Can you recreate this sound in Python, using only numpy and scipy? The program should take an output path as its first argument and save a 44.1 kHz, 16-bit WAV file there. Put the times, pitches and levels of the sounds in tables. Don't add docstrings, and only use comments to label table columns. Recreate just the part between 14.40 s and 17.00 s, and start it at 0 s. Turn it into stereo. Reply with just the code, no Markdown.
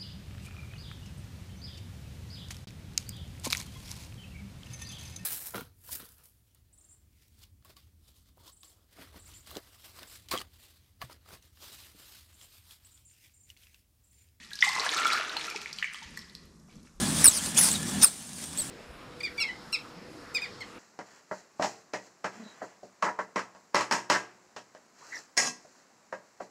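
import sys
import numpy as np
from scipy import signal
from scipy.fft import rfft, irfft, next_fast_len
from scipy.io import wavfile
from scipy.ndimage import map_coordinates

SR = 44100
rng = np.random.default_rng(int(sys.argv[2]) if len(sys.argv) > 2 else 0)


def invert_db(level):
    return 10 ** (np.asarray(level, dtype=float) / 20)


def persist_wave(psi):
    counts = np.round(np.clip(psi, -1, 1) * 32767).astype(np.int16)
    wavfile.write(sys.argv[1], SR, np.atleast_2d(counts).T)


N = 114660
LEAD = SR // 5
TOTAL = N + LEAD
RISE = 0.099
LEFT_RIGHT = np.array([[1], [-1]])


def unit(x):
    return x / np.sqrt(np.mean(x ** 2) + 1e-20)


def curve(rows, axis=1):
    rows = np.array(rows, float)
    seconds = (np.arange(TOTAL) - LEAD) / SR
    return np.interp(seconds, rows[:, 0], rows[:, axis])


def coloured(x, points):
    size = x.shape[-1]
    m = next_fast_len(size + 8192)
    hz, db = np.transpose(points)
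    log_hz = np.log(np.fft.rfftfreq(m, 1 / SR) + 1)
    gain = invert_db(np.interp(log_hz, np.log(hz), db))
    return irfft(rfft(x, m) * gain, m)[..., :size]


def wobble(rate):
    knots = rng.standard_normal(int(TOTAL * rate / SR) + 4)
    return map_coordinates(knots, [np.arange(TOTAL) * rate / SR])


def place(s, waves):
    size = waves.shape[1]
    at = np.round(s * SR).astype(int)[:, None] + LEAD + np.arange(size)
    return np.bincount(at.ravel(), waves.ravel(), TOTAL + size)[:TOTAL]


def bubbles(s, gain, hz, cycles, rise, size, swell=0.48):
    t = np.arange(size) / SR
    hz = hz[:, None]
    cycles = np.clip(cycles, .5, 300)[:, None]
    life = t * hz / cycles
    climb = rise * np.minimum(1, 12 / cycles)
    phase = 2 * np.pi * hz * t * (1 - climb / 3 + climb * np.minimum(life, 2) / 2)
    swelling = (1 - np.exp(-t * hz / max(swell, .1))) ** 2
    fade = np.exp(-2 * life) * (1 - t / t[-1])
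    return place(s, gain[:, None] * np.sin(phase) * swelling * fade)


def swarm(count, hz, spread, cycles, scatter_db, size):
    r = rng.random((count, 2))
    s = r[:, 0] * N / SR
    mean_hz = hz[(s * SR).astype(int) + LEAD]
    pitch = np.clip(mean_hz * np.exp(spread * rng.standard_normal(count)), 80, 14000)
    gain = invert_db(np.minimum(-scatter_db * np.log(r[:, 1]), 15))
    return unit(bubbles(s, gain, pitch, cycles + 0 * s, RISE, size))


# pitch in Hz, level in dB.
CLICK_COLOUR = [(1500, -6.5), (6000, 1), (10000, -2), (15000, -10)]


def clicks(s, gain):
    t = np.arange(SR // 50) / SR
    noise = np.diff(rng.standard_normal((len(s), len(t) + 1)))
    fade = invert_db(-30 * t / 0.0082)
    return coloured(place(s, gain[:, None] * noise * fade), CLICK_COLOUR)


# start in seconds, peak level in dB, pitch in Hz, life in cycles.
BIG_BUBBLES = [(.116, -44.5, 1661, 410), (0.1157, -33.5, 1655, 34), (0.2256, -4.5, 2020, 20),
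               (.2385, -22.5, 1102, 21), (.268, -27, 822, 17), (.362, -20.5, 1027, 11),
               (.464, -19, 1664, 16), (.584, -21.5, 1310, 8.6), (.605, -22, 1320, 15.5),
               (0.6546, -8, 1343, 6.6), (.703, -12, 2320, 4.8), (0.733, -13, 1320, 4.7),
               (.72, -25.5, 3895, 40), (.612, -28, 3020, 12), (0.569, -22, 4100, 14.6),
               (.648, -20, 2230, 14.6), (.965, -22.5, 890, 6), (0.967, -20, 2680, 6.3),
               (.972, -26.5, 4175, 40), (.996, -24.5, 2250, 7), (1.013, -30, 2370, 11),
               (1.083, -29.5, 2520, 14), (1.08, -28, 1338, 14.5), (1.11, -30, 2350, 20),
               (1.146, -30.5, 867, 9), (1.155, -28, 387, 4.3), (1.162, -23, 2470, 10.8),
               (1.259, -13, 2080, 3), (1.386, -26.5, 3010, 9.5), (1.4258, -12, 1890, 7.1),
               (1.4446, -24.5, 1780, 5), (1.4284, -10.5, 2640, 3.5), (1.443, -13.5, 2220, 7.1),
               (1.426, -32, 1030, 2.4), (1.474, -31, 3000, 9.1), (1.545, -28.5, 3150, 10.3),
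               (1.545, -30, 1120, 4.6), (1.635, -38.5, 3150, 14), (1.776, -37.5, 1060, 5.4),
               (1.845, -46, 4970, 25), (2.285, -52, 683, 6.6), (1.62, -42, 914, 24),
               (1.773, -26, 1880, 9.9), (2.295, -55, 2340, 17), (2.354, -50, 1060, 3.3),
               (2.354, -48, 450, 2.5)]
# start in seconds, peak level in dB, pitch in Hz, life in cycles.
EARLIER_BUBBLES = [
    (-.09, -27, 1900, 27),
    (-0.19, -22.5, 11000, 11),
]


def plops():
    s, db, hz, cycles = np.transpose(np.concatenate([BIG_BUBBLES, EARLIER_BUBBLES]))
    rings = bubbles(s, invert_db(db + 2.0), hz, cycles, RISE, size=5000, swell=0.79)
    return rings + clicks(s, invert_db(db - 34.5))


# start in seconds, peak level in dB, pitch in Hz, click over bubble in dB.
DROPS = [(.133, -22.5, 3960, -4), (.155, -26.5, 5480, -1), (.19, -24, 4580, -10), (.207, -18.5, 5040, -24),
         (.214, -19, 5530, -22), (0.2236, -12.5, 3440, -24), (.247, -39, 6800, 8), (.29, -17, 4900, -17),
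         (.397, -15, 4200, -14), (.403, -17.5, 5300, -23), (.491, -14, 3840, -11), (.546, -18.5, 5930, -19),
         (.598, -24, 8060, -1), (.669, -16, 3420, -2), (.732, -14.5, 4500, -2), (.895, -24, 3840, -9),
         (.968, -18.5, 3900, -6), (1.011, -24.5, 3450, -12), (1.068, -25.5, 5200, -1.5),
         (1.161, -24.5, 4850, -22), (1.216, -41.5, 4500, 12), (1.329, -23.5, 4650, -6.5),
         (1.386, -24, 4200, -12), (1.535, -28, 8850, -2), (1.774, -37, 4410, 12), (1.791, -28.5, 5100, -8),
         (1.951, -29, 4780, -4), (2.43, -53, 4320, 11), (.331, -25.5, 4700, -12), (.649, -22.5, 4730, -12),
         (.849, -25.5, 3330, -8), (1.1, -27.5, 5100, 5), (1.627, -37, 3770, -8)]
# start in seconds, peak level in dB, pitch in Hz.
FAINT_DRIPS = [(.05, -46, 11800), (0.461, -27, 8370), (.996, -32, 8100), (1.445, -36.5, 7200),
               (1.545, -33, 4570), (1.818, -38, 4170), (1.897, -39, 4100), (1.926, -50, 9100),
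               (2.055, -45.5, 12000), (2.198, -48.5, 5400), (2.356, -43.5, 6700), (2.367, -50, 4930)]


def splats():
    drips = np.column_stack([FAINT_DRIPS, np.full(len(FAINT_DRIPS), -5)])
    s, db, hz, click_db = np.transpose(np.concatenate([DROPS, drips]))
    chance = rng.uniform(-1, 1, size=(len(s), 2, 4)) * [0, 1, 1, 1]
    delay = abs(chance[:, 0])
    at = (s[:, None] + 0.0032 * delay).ravel()
    pitch = hz[:, None] * np.exp(0.17 * chance[:, 1])
    follower_db = np.array([0, -5, -5, -5])
    gain = invert_db(db[:, None] + 2.5 + follower_db - 2.5 * delay)
    cluster = bubbles(at, gain.ravel(), pitch.ravel(), 6.62 + 0 * at, RISE, size=400)
    return cluster + clicks(s, invert_db(db + click_db - 8))


# start in seconds, peak level in dB, pitch in Hz.
AIR_POCKETS = [(0.295, -20, 1050), (.384, -20, 1010), (.398, -21.5, 1030), (.43, -38, 1040),
               (.457, -23.5, 1027), (.472, -21.5, 1000), (.538, -22.5, 1310), (.564, -17, 1280),
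               (.576, -20, 1400), (.59, -18.5, 1234), (.612, -19, 1335), (0.644, -22, 1400),
               (.65, -18, 1310), (0.662, -16, 1353), (0.676, -25, 1360), (0.693, -18, 1290),
               (.709, -20, 1480), (0.721, -18, 1340), (0.727, -21, 1330), (.745, -28, 1400),
               (.751, -18, 1650), (0.766, -19.5, 1570), (.779, -25, 1360), (0.79, -25, 1320),
               (.903, -27.5, 1447), (0.973, -27.5, 1530)]


def glugs():
    s, db, hz = np.transpose(AIR_POCKETS)
    return bubbles(s, invert_db(db + 2.5), hz, 7.5 + 0 * s, RISE, size=1500, swell=0.9)


# time in seconds, level in dB, gurgle pitch in Hz.
CUP_STREAM = [
    (.225, -83, 950),
    (.27, -52.5, 928),
    (.34, -46, 990),
    (.4, -42, 1033),
    (.52, -45.5, 1290),
    (.66, -38, 1340),
    (.79, -39, 1354),
    (.83, -43.5, 1470),
    (1.1, -56.5, 1420),
    (1.45, -84.5, 1470),
]
# time in seconds, level in dB.
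DEEP_CHURN = [
    (.3, -83),
    (.37, -50),
    (.75, -45),
    (1.15, -57.5),
    (1.45, -79),
]


def cup():
    hz = curve(CUP_STREAM, axis=2)
    steady = np.ones(TOTAL)
    gurgle = swarm(count=260, hz=hz, spread=0.069, cycles=8.7, scatter_db=2, size=1200)
    wide = swarm(count=1500, hz=1.324 * hz, spread=0.359, cycles=4.9, scatter_db=1.0, size=700)
    churn = swarm(count=900, hz=600 * steady, spread=0.392, cycles=6.4, scatter_db=-0.5, size=1500)
    boom = swarm(count=150, hz=375 * steady, spread=0.025, cycles=5.6, scatter_db=13.0, size=2500)
    stream_level = invert_db(curve(CUP_STREAM) + 3.0 * wobble(20.43))
    stream = stream_level * (gurgle + invert_db(2.5) * wide)
    return stream + invert_db(curve(DEEP_CHURN)) * (churn + invert_db(-9.5) * boom)


# time in seconds, level in dB.
SPRAY_LEVEL = [(0, -54.5), (.2, -55.5), (.24, -36.5), (.45, -38), (.75, -37.5), (.85, -49.5), (1.1, -44),
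               (1.3, -50), (1.75, -58.5), (2.05, -70), (2.27, -86), (2.3, -65.5), (2.45, -68.5),
               (2.6, -75.5)]
# pitch in Hz, level in dB.
HISS_COLOUR = [(530, -40.5), (900, -21.5), (1120, -13), (2570, -3.5), (3040, -16), (4680, -9.5),
               (12100, -25.5), (16000, -55.5)]


def spray():
    flat = np.ones(TOTAL)
    fizz = [swarm(count=2500, hz=4200 * flat, spread=0.553, cycles=7.7, scatter_db=4.0, size=250)
            for _ in range(2)]
    crackle = [swarm(count=900, hz=4800 * flat, spread=.4, cycles=1.8, scatter_db=5, size=60)
               for _ in range(2)]
    hiss = unit(coloured(rng.standard_normal((2, TOTAL)), HISS_COLOUR))
    mixture = invert_db(-1.5) * np.array(fizz) + invert_db(-6) * np.array(crackle) + invert_db(-5.5) * hiss
    return invert_db(curve(SPRAY_LEVEL) + 0.93 * wobble(14) + 2.73 * wobble(44.69)) * mixture


def foam():
    hz = np.full(TOTAL, 9500.0)
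    ears = [swarm(count=500, hz=hz, spread=0.32, cycles=4, scatter_db=7.5, size=60) for _ in range(2)]
    return invert_db(-74) * np.array(ears)


# start in seconds, peak level in dB, pitch in Hz.
TUB_BOOMS = [
    (0.215, -32.5, 68.5),
    (1.656, -30.5, 75),
    (2.381, -42.5, 71),
    (2.548, -29.5, 35),
    (2.581, -27.5, 45),
]


def thuds():
    s, db, hz = np.transpose(TUB_BOOMS)
    return bubbles(s, -invert_db(db), hz, 1.3 + 0 * s, 0, size=5000)


def wide_noise(points, side_db):
    middle, side = unit(coloured(rng.standard_normal((2, TOTAL)), points))
    return unit(middle + invert_db(side_db) * side * LEFT_RIGHT)


# time in seconds, level in dB.
LAP_LEVEL = [(0, -56.5), (.35, -55), (1.5, -58.5), (1.7, -53), (2.31, -55.5), (2.37, -44.5), (2.47, -50),
             (2.52, -55.5), (2.6, -56)]
# pitch in Hz, level in dB.
LAP_COLOUR = [(12, -43.5), (20, -9.5), (73, 0), (118, -12), (160, 2), (231, -2), (259, -7.5), (439, -16),
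              (600, -22.5), (780, -37.5), (1320, -120)]


def lapping():
    return wide_noise(LAP_COLOUR, side_db=-5.0) * invert_db(curve(LAP_LEVEL) + 2.4 * wobble(7.26))


# pitch in Hz, level in dB.
AIR_COLOUR = [(250, -28.5), (400, -8.5), (750, -12), (1150, -4.5), (1500, -11.5), (3200, -34.5),
              (5500, -13), (9000, -18.5), (16000, -27)]


def room_air():
    return invert_db(-64 + 0.5 * wobble(41)) * wide_noise(AIR_COLOUR, side_db=-2.5)


# pitch in Hz, time to fade by 60 dB in seconds.
TILE_ECHO = [(300, 0.68), (1000, 1), (2000, 0.84), (3500, 0.72), (6000, 0.7), (12000, 0.2)]


def bathroom(x):
    hz, t, z = signal.stft(rng.standard_normal((2, SR)), SR, nperseg=256)
    echo_hz, echo_s = np.transpose(TILE_ECHO)
    t60 = np.interp(np.log(hz + 1), np.log(echo_hz), echo_s)[:, None]
    tiles = invert_db(-60 * t / t60)
    tub = invert_db(-3.5 - 60 * t / 0.1)
    tail = signal.istft(z * (tiles + tub), SR, nperseg=256)[1]
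    tail = invert_db(-7) * np.pad(tail / np.linalg.norm(tail[0]), ((0, 0), (300, 0)))
    walls = rng.integers(50, 330, size=(2, 8))
    tail[[[0], [1]], walls] += invert_db(-12.5) * rng.uniform(-1.34, 1, (2, 8))
    middle, side = signal.fftconvolve(x[None], tail, axes=1)[:, :len(x)]
    direct = x * invert_db([[-.6], [.6]])
    return direct + middle + invert_db(-6) * side * LEFT_RIGHT


# pitch in Hz, level in dB.
DROP_WIDTH = [(2500, -29), (7000, -15), (12000, 0)]


def scene():
    spray_middle, spray_side = spray()
    water = plops() + glugs() + splats() + spray_middle + cup()
    spray_wide = coloured(spray_side, [(1000, 1.5), (12000, -3.5)]) * invert_db(-6) * LEFT_RIGHT
    drops_wide = coloured(splats(), DROP_WIDTH) * LEFT_RIGHT
    background = lapping() + room_air()
    mix = bathroom(water) + spray_wide + drops_wide + foam() + thuds() + background
    return mix[:, LEAD:]


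def band_limit(x):
    return signal.sosfilt(signal.butter(12, 16330, fs=SR, output="sos"), x)


def record(dry):
    m = next_fast_len(N + 8192)
    lag_s = .7 / SR
    turn = np.pi * np.fft.rfftfreq(m, 1 / SR) * lag_s * np.array([[-1], [1]])
    shifted = irfft(rfft(dry, m) * np.exp(1j * turn), m)[:, :N]
    mix = coloured(shifted, [(30, -5.5), (7000, 0.0), (13000, -5), (15400, -23.5), (16200, -72)])
    return band_limit(mix)


dry = scene()
out = record(dry)
persist_wave(out)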